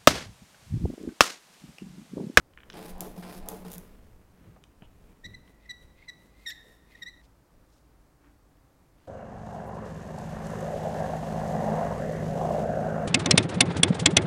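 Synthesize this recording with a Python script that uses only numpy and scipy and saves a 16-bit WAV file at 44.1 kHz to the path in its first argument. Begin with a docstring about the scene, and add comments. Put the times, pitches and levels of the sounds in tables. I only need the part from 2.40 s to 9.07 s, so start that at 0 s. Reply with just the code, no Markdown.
"""In a studio with a low rumble of ventilation, a rubber hand roller is worked through tacky ink on a smooth
sheet, then rolled to and fro over a scrap of card. Paper is handled quietly before and after.
The parting ink is random clicks through colouring filters, the drumming table is noise through resonances,
ticks, snaps and knocks are struck resonators, and the dry axle squeaks as a rough, gliding harmonic tone."""
import sys
import numpy as np
from scipy import signal
from scipy.fft import rfft, irfft
from scipy.io import wavfile

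SR = 44100
rng = np.random.default_rng(int(sys.argv[2]) if len(sys.argv) > 2 else 0)


def store_wav(level_fs):
    """Save 16-bit WAV to argv[1]."""
    pcm = np.round(np.clip(np.atleast_2d(level_fs), -1, 1) * 32767)
    wavfile.write(sys.argv[1], SR, pcm.T.astype(np.int16))


N = 294335
TIME = np.arange(N) / SR


def undb(db):
    """Level law: decibels to amplitude gain."""
    return 10 ** (np.asarray(db) / 20)


def unit(x):
    """Normalisation to a root-mean-square of 1."""
    return x / np.sqrt(np.mean(x ** 2) + 1e-20)


def peak(x, db):
    """Normalisation to a peak level in dB."""
    return x * undb(db) / np.abs(x).max()


def colour(x, points):
    """Spectral shaping: gains in dB interpolated along log frequency, then scaled to rms 1."""
    hz, db = np.transpose(points)
    freq = np.maximum(np.fft.rfftfreq(N, 1 / SR), 1)
    gain = undb(np.interp(np.log(freq), np.log(hz), db))
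    return unit(irfft(rfft(x) * gain, N))


def ring(x, modes):
    """Modal resonance: parallel resonators of (Hz, width Hz, dB), summed."""
    out = 0
    for hz, width, db in modes:
        b, a = signal.iirpeak(min(hz, SR / 2 - 1), hz / width, SR)
        out = out + undb(db) * signal.lfilter(b, a, x)
    return out


def noise():
    """White noise: equal power at every frequency."""
    return rng.standard_normal(N)


def walk(hz):
    """Slow random drift: noise low-passed at hz, with spread 1."""
    lowpass = signal.butter(2, hz, fs=SR, output="sos")
    return unit(signal.sosfilt(lowpass, noise()))


def grains(rate, spread_db):
    """Shot noise: random tiny clicks, rate per second, a few much larger than the rest."""
    happens = rng.random(N) < rate / SR
    size_db = spread_db * np.minimum(rng.exponential(size=N), 5)
    return noise() * happens * undb(size_db)


def burst(scatter, decay_s, size=2000):
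    """Impulsive excitation: a sharp blow and a decaying scatter of smaller contacts."""
    x = scatter * rng.standard_normal(size) * np.exp(-TIME[:size] / decay_s)
    x[0] += 1
    return x


def add(out, s, x):
    """Superposition: mix a short sound in at time s."""
    i = int(s * SR)
    out[i:i + len(x)] += x[:N - i]


def swell(s, db, length_s):
    """Gaussian envelope around time s, down to 1/e at length_s on either side."""
    return undb(db) * np.exp(-np.minimum(((TIME - s) / length_s) ** 2, 10 ** 2))


def envelope(t, length_s, attack_s, release_s, slope_db_per_s):
    """Onset, sustain and decay: rise from t = 0, hold on a slope in dB, die away exponentially."""
    rise = np.clip(t / attack_s, 0, 1)
    hold = undb(slope_db_per_s * np.clip(t, 0, length_s))
    return rise * hold * np.exp(-np.maximum(t - length_s, 0) / release_s)


# Spectrum of the ventilation. Each row: frequency in Hz, level in dB.
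AIR = [(15, -62), (25, -39), (55, -1.5), (76, -10), (123, -10), (149, -11), (212, -19.5), (293, -12.5),
       (384, -20.5), (503, -22), (545, -21), (1070, -24.5), (3160, -39.5), (4490, -38.5), (16000, -43)]
AIR_DB, HUM_DB = -62, -64


def ventilation():
    """Broadband flow noise, almost steady, with a low hum that wavers in pitch and level."""
    hum_hz = 49 + 2.5 * walk(4)
    hum = np.sin(2 * np.pi * np.cumsum(hum_hz) / SR) * (1 + .7 * walk(5))
    air_gain = undb(AIR_DB + 0.17 * walk(5.7))
    return air_gain * colour(noise(), AIR) + undb(HUM_DB) * hum


# Spectrum of the low bumping. Each row: frequency in Hz, level in dB.
BUMP = [(15, 2), (28, 8.5), (45, -2.5), (70, -3.5), (110, -4), (200, -45.5)]
# Spectrum of the rubbing. Each row: frequency in Hz, level in dB.
RUB = [(70, -15), (120, -9), (180, 14), (300, 1), (450, 4.5), (800, -8), (1500, -11), (2500, -13.5),
       (5000, -25)]
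# Moves of the arm and card. Each row: centre in seconds, half length in seconds, bumping in dB, rubbing in dB.
MOVES = [(.42, 0.27, -57, -58), (0.71, 0.12, -51, -55), (1.244, 0.39, -53, -54.5), (1.478, 0.091, -68, -67),
         (1.678, 0.23, -54, -67), (2.063, 0.16, -70, -62), (2.557, 0.21, -56.5, -68),
         (2.697, 0.094, -67, -62.5), (2.915, .12, -55.5, -62.5), (3.513, 0.12, -59.5, -69.5),
         (4.722, .06, -62, -85), (5.193, 0.076, -63, -69), (6.36, 0.05, -70, -90)]
# Short passes of the roller over the card.
# Each row: centre in seconds, half length in seconds, rubbing in dB, hiss of the ink in dB.
PASSES = [(3.093, 0.044, -60.5, -77), (3.434, 0.029, -63, -73), (3.842, 0.061, -63, -73),
          (4.036, .07, -72, -71.5), (4.304, .08, -62, -70.5), (4.542, 0.1, -69, -74)]
# Broad resonance of the hiss. Each row: frequency in Hz, width in Hz, level in dB.
PASS_HISS = [(6400, 14000, 0)]
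# Brief rubs of paper and rubber.
# Each row: centre in seconds, level in dB, resonance in Hz, width in Hz, half length in seconds.
BRUSHES = [(.612, -49, 700, 364, 0.06), (0.778, -49.5, 710, 400, 0.0044), (1.094, -49, 715, 377, 0.055),
           (1.251, -51.5, 724, 400, .006), (2.056, -69.5, 1240, 1490, 0.098),
           (2.444, -65.5, 2920, 700, 0.022), (4.27, -61.5, 460, 250, 0.044),
           (4.849, -69.5, 3900, 5160, 0.019), (5.348, -72, 4800, 6000, 0.053),
           (5.863, -68.5, 1390, 1500, 0.054), (5.888, -61.5, 299, 70, 0.048),
           (6.645, -74, 2170, 3500, 0.084)]
# the hands are never quite still, and rub more while the roller is at work
FIDGET_BUMP_DB, FIDGET_RUB_DB, WORK_RUB_DB = -72, -74.5, -68.5
ROLLING_START_S, ROLLING_END_S = 0.337, 4.817


def handling():
    """Friction as many tiny contacts: bumping arm, sliding card, passing roller and brief rubs add up."""
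    working = (TIME > ROLLING_START_S) & (TIME < ROLLING_END_S)
    bump_power, hiss_power = undb(FIDGET_BUMP_DB) ** 2, 0
    rub_power = undb(np.where(working, WORK_RUB_DB, FIDGET_RUB_DB)) ** 2
    for s, length_s, bump_db, rub_db in MOVES:
        bump_power = bump_power + swell(s, bump_db, length_s) ** 2
        rub_power = rub_power + swell(s, rub_db, length_s) ** 2
    for s, length_s, rub_db, hiss_db in PASSES:
        rub_power = rub_power + swell(s, rub_db, length_s) ** 2
        hiss_power = hiss_power + swell(s, hiss_db, length_s) ** 2
    out = np.sqrt(bump_power) * colour(noise(), BUMP)
    out += np.sqrt(rub_power) * colour(grains(3000, 1.95), RUB)
    fibres = grains(4000, 2.3)
    out += np.sqrt(hiss_power) * unit(ring(ring(fibres, PASS_HISS), PASS_HISS))
    for s, db, hz, width, length_s in BRUSHES:
        body = [(hz, width, 0)]
        out += swell(s, db, length_s) * unit(ring(ring(fibres, body), body))
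    return out


# Small ticks of paper and roller frame. Each row: start in seconds, peak level in dB, top edge in Hz.
TICKS = [(0.1362, -49.5, 5230), (0.175, -34.5, 2500), (0.1865, -42, 2560), (0.204, -42, 3170),
         (0.219, -53, 3180), (0.2335, -39.5, 3200), (0.3009, -28.5, 6550), (.3075, -51, 7000),
         (0.3232, -44, 5000), (0.325, -48, 5000), (0.3314, -38, 6500), (2.239, -40.5, 10100),
         (2.422, -43, 3260), (3.078, -50.5, 4000), (3.428, -56, 4030), (6.171, -61, 13900)]
# Resonances of a tick. Each row: frequency in Hz, width in Hz, level in dB.
TICK_MODES = [(1670, 650, 0.5), (2390, 370, 1), (3020, 440, 6), (5300, 1100, -4.5), (8100, 1700, -29)]


def ticks():
    """Contact stiffness: dry clicks whose upper band edge falls, and sounds duller, when contact is soft."""
    out = np.zeros(N)
    for s, db, top_hz in TICKS:
        contact = signal.butter(4, [1000, top_hz], "bandpass", fs=SR, output="sos")
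        click = ring(burst(0.12, 0.0018), TICK_MODES)
        add(out, s, peak(signal.sosfilt(contact, click), db))
    return out


# Rolls through the ink. Each row: start in seconds, length in seconds, attack in seconds, rolling in dB,
# drumming in dB, ink crackle in dB, fine fizz at the start in dB.
ROLLS = [(0.337, 0.17, .002, -46.5, -49, -50, -67), (0.579, 0.08, 0.041, -44, -50, -65, -67),
         (0.758, 0.052, .004, -51, -51, -61, -61), (0.822, .16, 0.0035, -46.5, -50, -50.5, -66),
         (1.058, 0.076, 0.036, -42.5, -48.5, -71, -72), (1.246, 0.1, 0.0035, -50, -60, -59, -62)]
# Table under the roller. Each row: frequency in Hz, width in Hz, level in dB.
TABLE_MODES = [(235, 14, 1), (310, 13, -2), (355.2, 5.6, 5), (386, 50, -2.5), (448, 26, 2), (534, 39, 1),
               (597, 25, -3), (654, 63, -2), (698, 37, 2.5), (785, 39, -1.5), (834, 27, 0), (920, 25, -21),
               (1004, 28, -0.5)]
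# Lowest mode of the table. Each row: frequency in Hz, width in Hz, level in dB.
DRUM_MODE = [(179.6, 23, 0)]
# Spectrum of the thick parting ink. Each row: frequency in Hz, level in dB.
CRACKLE = [(400, 9), (900, 6.5), (1300, 6.5), (2000, 5.5), (2700, 1.5), (4200, -2), (5200, -0.5),
           (6200, -23), (9000, -8), (16000, -32)]
# Spectrum of the finest ink threads. Each row: frequency in Hz, level in dB.
FIZZ = [(2000, -15), (5000, -12), (6400, -9), (7200, -11.5), (9000, -10), (10000, -4), (12000, -8.5),
        (14500, -5), (16000, -18)]


def inking():
    """Forced vibration and film rupture: the roller drums on the table while threads of ink break."""
    drum = unit(ring(ring(noise(), DRUM_MODE), DRUM_MODE))
    rolling_spectrum = [(100, -26), (250, 4.5), (1000, -7.5), (2000, -9.5), (5000, -4)]
    rolling = colour(ring(grains(2000, 1.2), TABLE_MODES), rolling_spectrum)
    # threads break in clumps; each one both crackles and fizzes
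    threads = grains(5000, 2.4) * undb(2.5 * walk(120))
    # sound, coast in s, slope in dB per s: during a roll the thick crackle gives way to fizz
    layers = [(rolling, 0.062, -23.5),
              (drum, 0.11, 0),
              (colour(threads, CRACKLE), 0.14, -44),
              (colour(threads, FIZZ), 0.011, 87)]
    out = np.zeros(N)
    for k, (sound, coast_s, slope) in enumerate(layers):
        power = np.zeros(N)
        for s, length_s, attack_s, *levels_db in ROLLS:
            shape = envelope(TIME[:SR], length_s, attack_s, coast_s, slope)
            add(power, s, (undb(levels_db[k]) * shape) ** 2)
        out += sound * np.sqrt(power)
    return out


# The table swings as the roller is pressed down or turned back.
# Each row: centre in seconds, peak level in dB, pitch in Hz, half length in seconds.
SURGES = [(.548, -36.5, 19, 0.046), (.552, -42.5, 55, 0.018), (0.67, -41.5, 425, 0.012),
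          (0.792, -35.5, 185, 0.015), (1.026, -37, 20, 0.042), (1.034, -43.5, 62, 0.018),
          (1.139, -39.5, 440, 0.0085), (1.273, -38.5, 180, 0.019), (1.381, -41, 178, 0.019)]


def surges():
    """Transient oscillation: the table's swing under the arm's weight as sines in Gaussian envelopes."""
    out = np.zeros(N)
    for s, db, hz, length_s in SURGES:
        swing = np.sin(2 * np.pi * (hz * TIME + rng.random()))
        out += swell(s, db, length_s) * swing
    return out


# Ink film letting go. Each row: start in seconds, peak level in dB, starting level of the fizz after it in dB.
SNAPS = [(.5815, -40, -77), (0.6072, -13, -50.5), (0.615, -37, -68), (1.0607, -40, -78), (1.0873, -13, -49),
         (1.0936, -31, -76), (1.3177, -24.5, -79), (1.3227, -30, -79), (1.332, -25.5, -82),
         (1.3385, -26, -83), (1.345, -32, -81), (1.3495, -29, -82), (1.3547, -35, -83),
         (1.3817, -22.5, -64)]
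# Resonances of a snap. Each row: frequency in Hz, width in Hz, level in dB.
SNAP_MODES = [(3720, 980, -5), (7200, 1700, 0), (10260, 1300, 3.5), (12050, 1400, 7.5), (14300, 2100, -1.5)]


def snaps():
    """Sudden release: a patch of ink lets go with a sharp crack, and a fizz of fine threads dies away."""
    out, after = np.zeros(N), np.zeros(N)
    for s, db, fizz_db in SNAPS:
        add(out, s, peak(ring(burst(0.1, 0.0014), SNAP_MODES), db))
        add(after, s, undb(fizz_db) * np.exp(-TIME[:SR // 3] / 0.057))
    return out + after * colour(grains(7100, 3.1), FIZZ)


# Soft knocks on the table.
# Each row: start in seconds, peak level in dB, pitch in Hz, decay of the contact scatter in seconds.
KNOCKS = [(2.009, -49, 128, 0.043), (2.068, -44, 111, 0.055), (2.163, -46.5, 640, 0.014),
          (2.421, -42, 150, 0.0062), (2.423, -50.5, 654, 0.038), (2.851, -43, 106, 0.059),
          (2.959, -50, 110, 0.045), (3.445, -48, 66.5, 0.016)]


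def knocks():
    """Heavy damping: hand and roller bump the table top, whose resonance is nearly as wide as its pitch."""
    out = np.zeros(N)
    for s, db, hz, decay_s in KNOCKS:
        body = [(hz, 0.95 * hz, 0)]
        blow = burst(0.1, decay_s, size=9000)
        add(out, s, peak(ring(ring(blow, body), body), db))
    return out


# Overtones of the stick-slip motion. Each row: multiple of the pitch, level in dB.
OVERTONES = [(2, 1.5), (3, -12.5), (4, -18)]
# Shrill top, stronger when the axle bites hard. Each row: multiple of the pitch, level in dB.
SHRILL = [(5, -2.5), (6, -2.5), (7, -11), (8, -21)]
LEAD_S = .025  # room for the whistle before the catch
WHISTLE_DB, WHISTLE_RISE_S = -8, 0.0043
ATTACK_S, CATCH_S, RELEASE_S = 0.0016, 0.0021, 0.0035
SAG_DB_PER_S, OVERTONE_SAG_DB_PER_S = 68, 50
OVERTONE_GROWTH = 1.7  # exponent: overtones come later and leave sooner than the fundamental
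WOBBLE_DB = 1.5  # the bite tightens in waves: richer and flatter
# the shrill top's level at the reference bite, and its growth with force and with time held
SHRILL_DB, HARD_BITE_DB, SHRILL_DB_PER_DB, SHRILL_DB_PER_S = -23, -36, 1.5, 422
CATCH_ROUGH, ROUGH_PER_S = 0.39, 4  # rough as it catches, and rougher again as the grip wears out
JITTER, FLUTTER, HALF_TONE = 0.022, 0.33, 0.014  # shares of pitch, level, level


def harmonics(phase, table):
    """Fourier synthesis: a sum of sines at whole multiples of one phase."""
    return sum(undb(db) * np.sin(round(multiple) * phase) for multiple, db in table)


def squeak(length_s, whistle_hz, hz, glide_hz, wobble_hz, wobble_rate, db, bright_db, rough,
           jitter, flutter, rasp):
    """Stick-slip self-oscillation: a thin whistle is pulled to the squeak's pitch, then wobbles and glides."""
    t = TIME[:len(rasp)] - LEAD_S
    held_s = np.clip(t, 0, length_s)
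    caught = 1 / (1 + np.exp(-t / ATTACK_S))
    loose = 1 / (1 + np.exp(t / CATCH_S))
    whistle = undb(WHISTLE_DB) * np.exp(np.minimum(t, 0) / WHISTLE_RISE_S)
    release = np.exp(-np.maximum(t - length_s, 0) / RELEASE_S)
    grip = (caught + (1 - caught) * whistle) * release

    wave = np.cos(2 * np.pi * wobble_rate * held_s)
    pitch = hz + glide_hz * (held_s / length_s - .5) - wobble_hz * wave
    pitch = pitch + (whistle_hz - pitch) * loose
    rough = np.clip(rough + CATCH_ROUGH * loose + ROUGH_PER_S * held_s, 0, 1) * caught
    phase = 2 * np.pi * np.cumsum(pitch * (1 + JITTER * rough * jitter)) / SR

    shrill_db = SHRILL_DB + SHRILL_DB_PER_DB * (db - HARD_BITE_DB) + SHRILL_DB_PER_S * held_s
    rich = harmonics(phase, OVERTONES) + undb(shrill_db) * harmonics(phase, SHRILL)
    overtone_db = bright_db + WOBBLE_DB * wave - OVERTONE_SAG_DB_PER_S * held_s
    tone = np.sin(phase) + undb(overtone_db) * caught * grip ** OVERTONE_GROWTH * rich
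    # alternate slips differ slightly, which puts faint lines between the harmonics
    tone = tone * (1 + HALF_TONE * np.sin(phase / 2) + FLUTTER * rough * flutter)
    level = undb(db - SAG_DB_PER_S * held_s)
    return grip * level * (np.sqrt(2) * tone + rough ** 3 * rasp)


# Axle squeaks. Each row: catch in seconds, length in seconds, opening whistle in Hz, pitch in Hz,
# glide from start to end in Hz, wobble in Hz, wobbles per second, starting level in dB,
# overtones relative to the fundamental in dB, roughness before the catch and wear are added (1 is full).
SQUEAKS = [(2.843, 0.022, 1840, 1939, 20, 65, 65, -44, -1.5, 0.41),
           (2.943, 0.0085, 2035, 2004, -39, 0, 92, -44.5, -3.5, 0.2),
           (3.257, 0.0053, 2080, 1970, -120, 0, 80, -55, -20, .5),
           (3.2936, 0.023, 2080, 1956, 5, 17, 59, -42, 0, 0.4),
           (3.625, 0.0032, 2130, 2200, 0, 0, 80, -54, -22, 0.25),
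           (3.6836, 0.018, 2080, 1966, -57, 10, 50, -42.5, -1.5, 0.42),
           (4.062, 0.035, 2200, 1850, 4, 25, 76, -38, 0.5, 0.4),
           (4.098, 0.014, 1800, 1750, 30, 8, 92, -46, -2, 1.1),
           (4.117, 0.0073, 1860, 1963, 115, -4, 72, -41, -3, 0.2),
           (4.552, 0.0049, 1990, 1863, -3, 20, 80, -47.5, -9, 0.4),
           (4.621, 0.015, 2060, 1870, -21, 8, 91, -40.5, -2, 0.4),
           (4.662, 0.027, 1850, 1960, 141, 30, 72, -42.5, -5, 0.25),
           (4.692, 0.0064, 1960, 1960, 35, 0, 80, -58, 7, 0)]
# Spectrum of the slipping axle's rasp. Each row: frequency in Hz, level in dB.
RASP = [(800, -63), (2000, 2), (4500, 7.5), (7300, 3), (9000, -9), (16000, -27)]
# Modes of the steel frame. Each row: frequency in Hz, width in Hz, level in dB.
FRAME_MODES = [(5480, 240, 3.5), (7320, 90, 3), (13150, 33, 23), (14800, 230, 16)]
# The axle chafes before it catches. Each row: centre in seconds, level in dB, half length in seconds.
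CHAFES = [(3.247, -67.5, 0.048), (3.583, -67, 0.025), (3.636, -64, 0.034), (4.036, -65, 0.1),
          (4.527, -63, 0.04), (4.584, -62, 0.018)]
# Resonances of the chafing bearing. Each row: frequency in Hz, width in Hz, level in dB.
CHAFE_MODES = [(2087, 160, 3), (2490, 340, -2), (3500, 1740, -4)]


def axle():
    """Stick-slip and sympathetic resonance: the bearing squeaks, and the frame sings when overtones meet it."""
    tones = np.zeros(N)
    jitter, flutter = walk(720), walk(150)
    rasp = colour(noise(), RASP)
    for s, *shape in SQUEAKS:
        span = slice(int(s * SR), int(s * SR) + SR // 10)
        add(tones, s - LEAD_S, squeak(*shape, jitter[span], flutter[span], rasp[span]))
    # single slips ping the bearing before they lock into a tone
    chafe = unit(ring(ring(grains(2200, 1.1), CHAFE_MODES), CHAFE_MODES))
    chafe_gain = sum(swell(*row) for row in CHAFES)
    return tones + ring(tones, FRAME_MODES) + chafe * chafe_gain


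def studio(x, wet_db, t60_s, treble_t60_s, treble_db=0):
    """Reverberation: a diffuse tail, stronger at its start, whose treble dies sooner than the rest."""
    t = TIME[:SR]
    white = rng.standard_normal(SR) * (1 + 1.2 * np.exp(-t / 0.009))
    low = signal.sosfilt(signal.butter(2, 3000, fs=SR, output="sos"), white)
    treble = white - low
    tail = low * undb(-60 * t / t60_s) + treble * undb(treble_db - 60 * t / treble_t60_s)
    tail = tail * (t > .005)  # nothing returns in the first 5 ms
    tail = tail / np.sqrt(np.sum(tail ** 2))
    return undb(wet_db) * signal.fftconvolve(x, tail)[:N]


ECHO_CUT_S = 4.817  # an edit cuts the squeaks' reverberation off abruptly here


def scene():
    """Superposition of direct and reverberant sound; an edit cuts the squeaks' reverberation off abruptly."""
    squeaks = axle()
    work = snaps() + ticks() + inking()
    squeak_echo = studio(squeaks, wet_db=-12, t60_s=1.13, treble_t60_s=0.76, treble_db=-1.5)
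    squeak_echo *= np.clip((ECHO_CUT_S - TIME) / 0.00082, 0, 1)
    work_echo = studio(work, wet_db=-11.5, t60_s=0.9, treble_t60_s=0.48)
    near = squeaks + work + surges() + knocks() + handling()
    return (near + squeak_echo + work_echo + ventilation())[None]


def record(dry):
    """Band limiting: a steep elliptic low-pass cuts the top above 16 kHz."""
    return signal.sosfilt(signal.ellip(10, .2, 70, 16000, fs=SR, output="sos"), dry)


dry = scene()
out = record(dry)
store_wav(out)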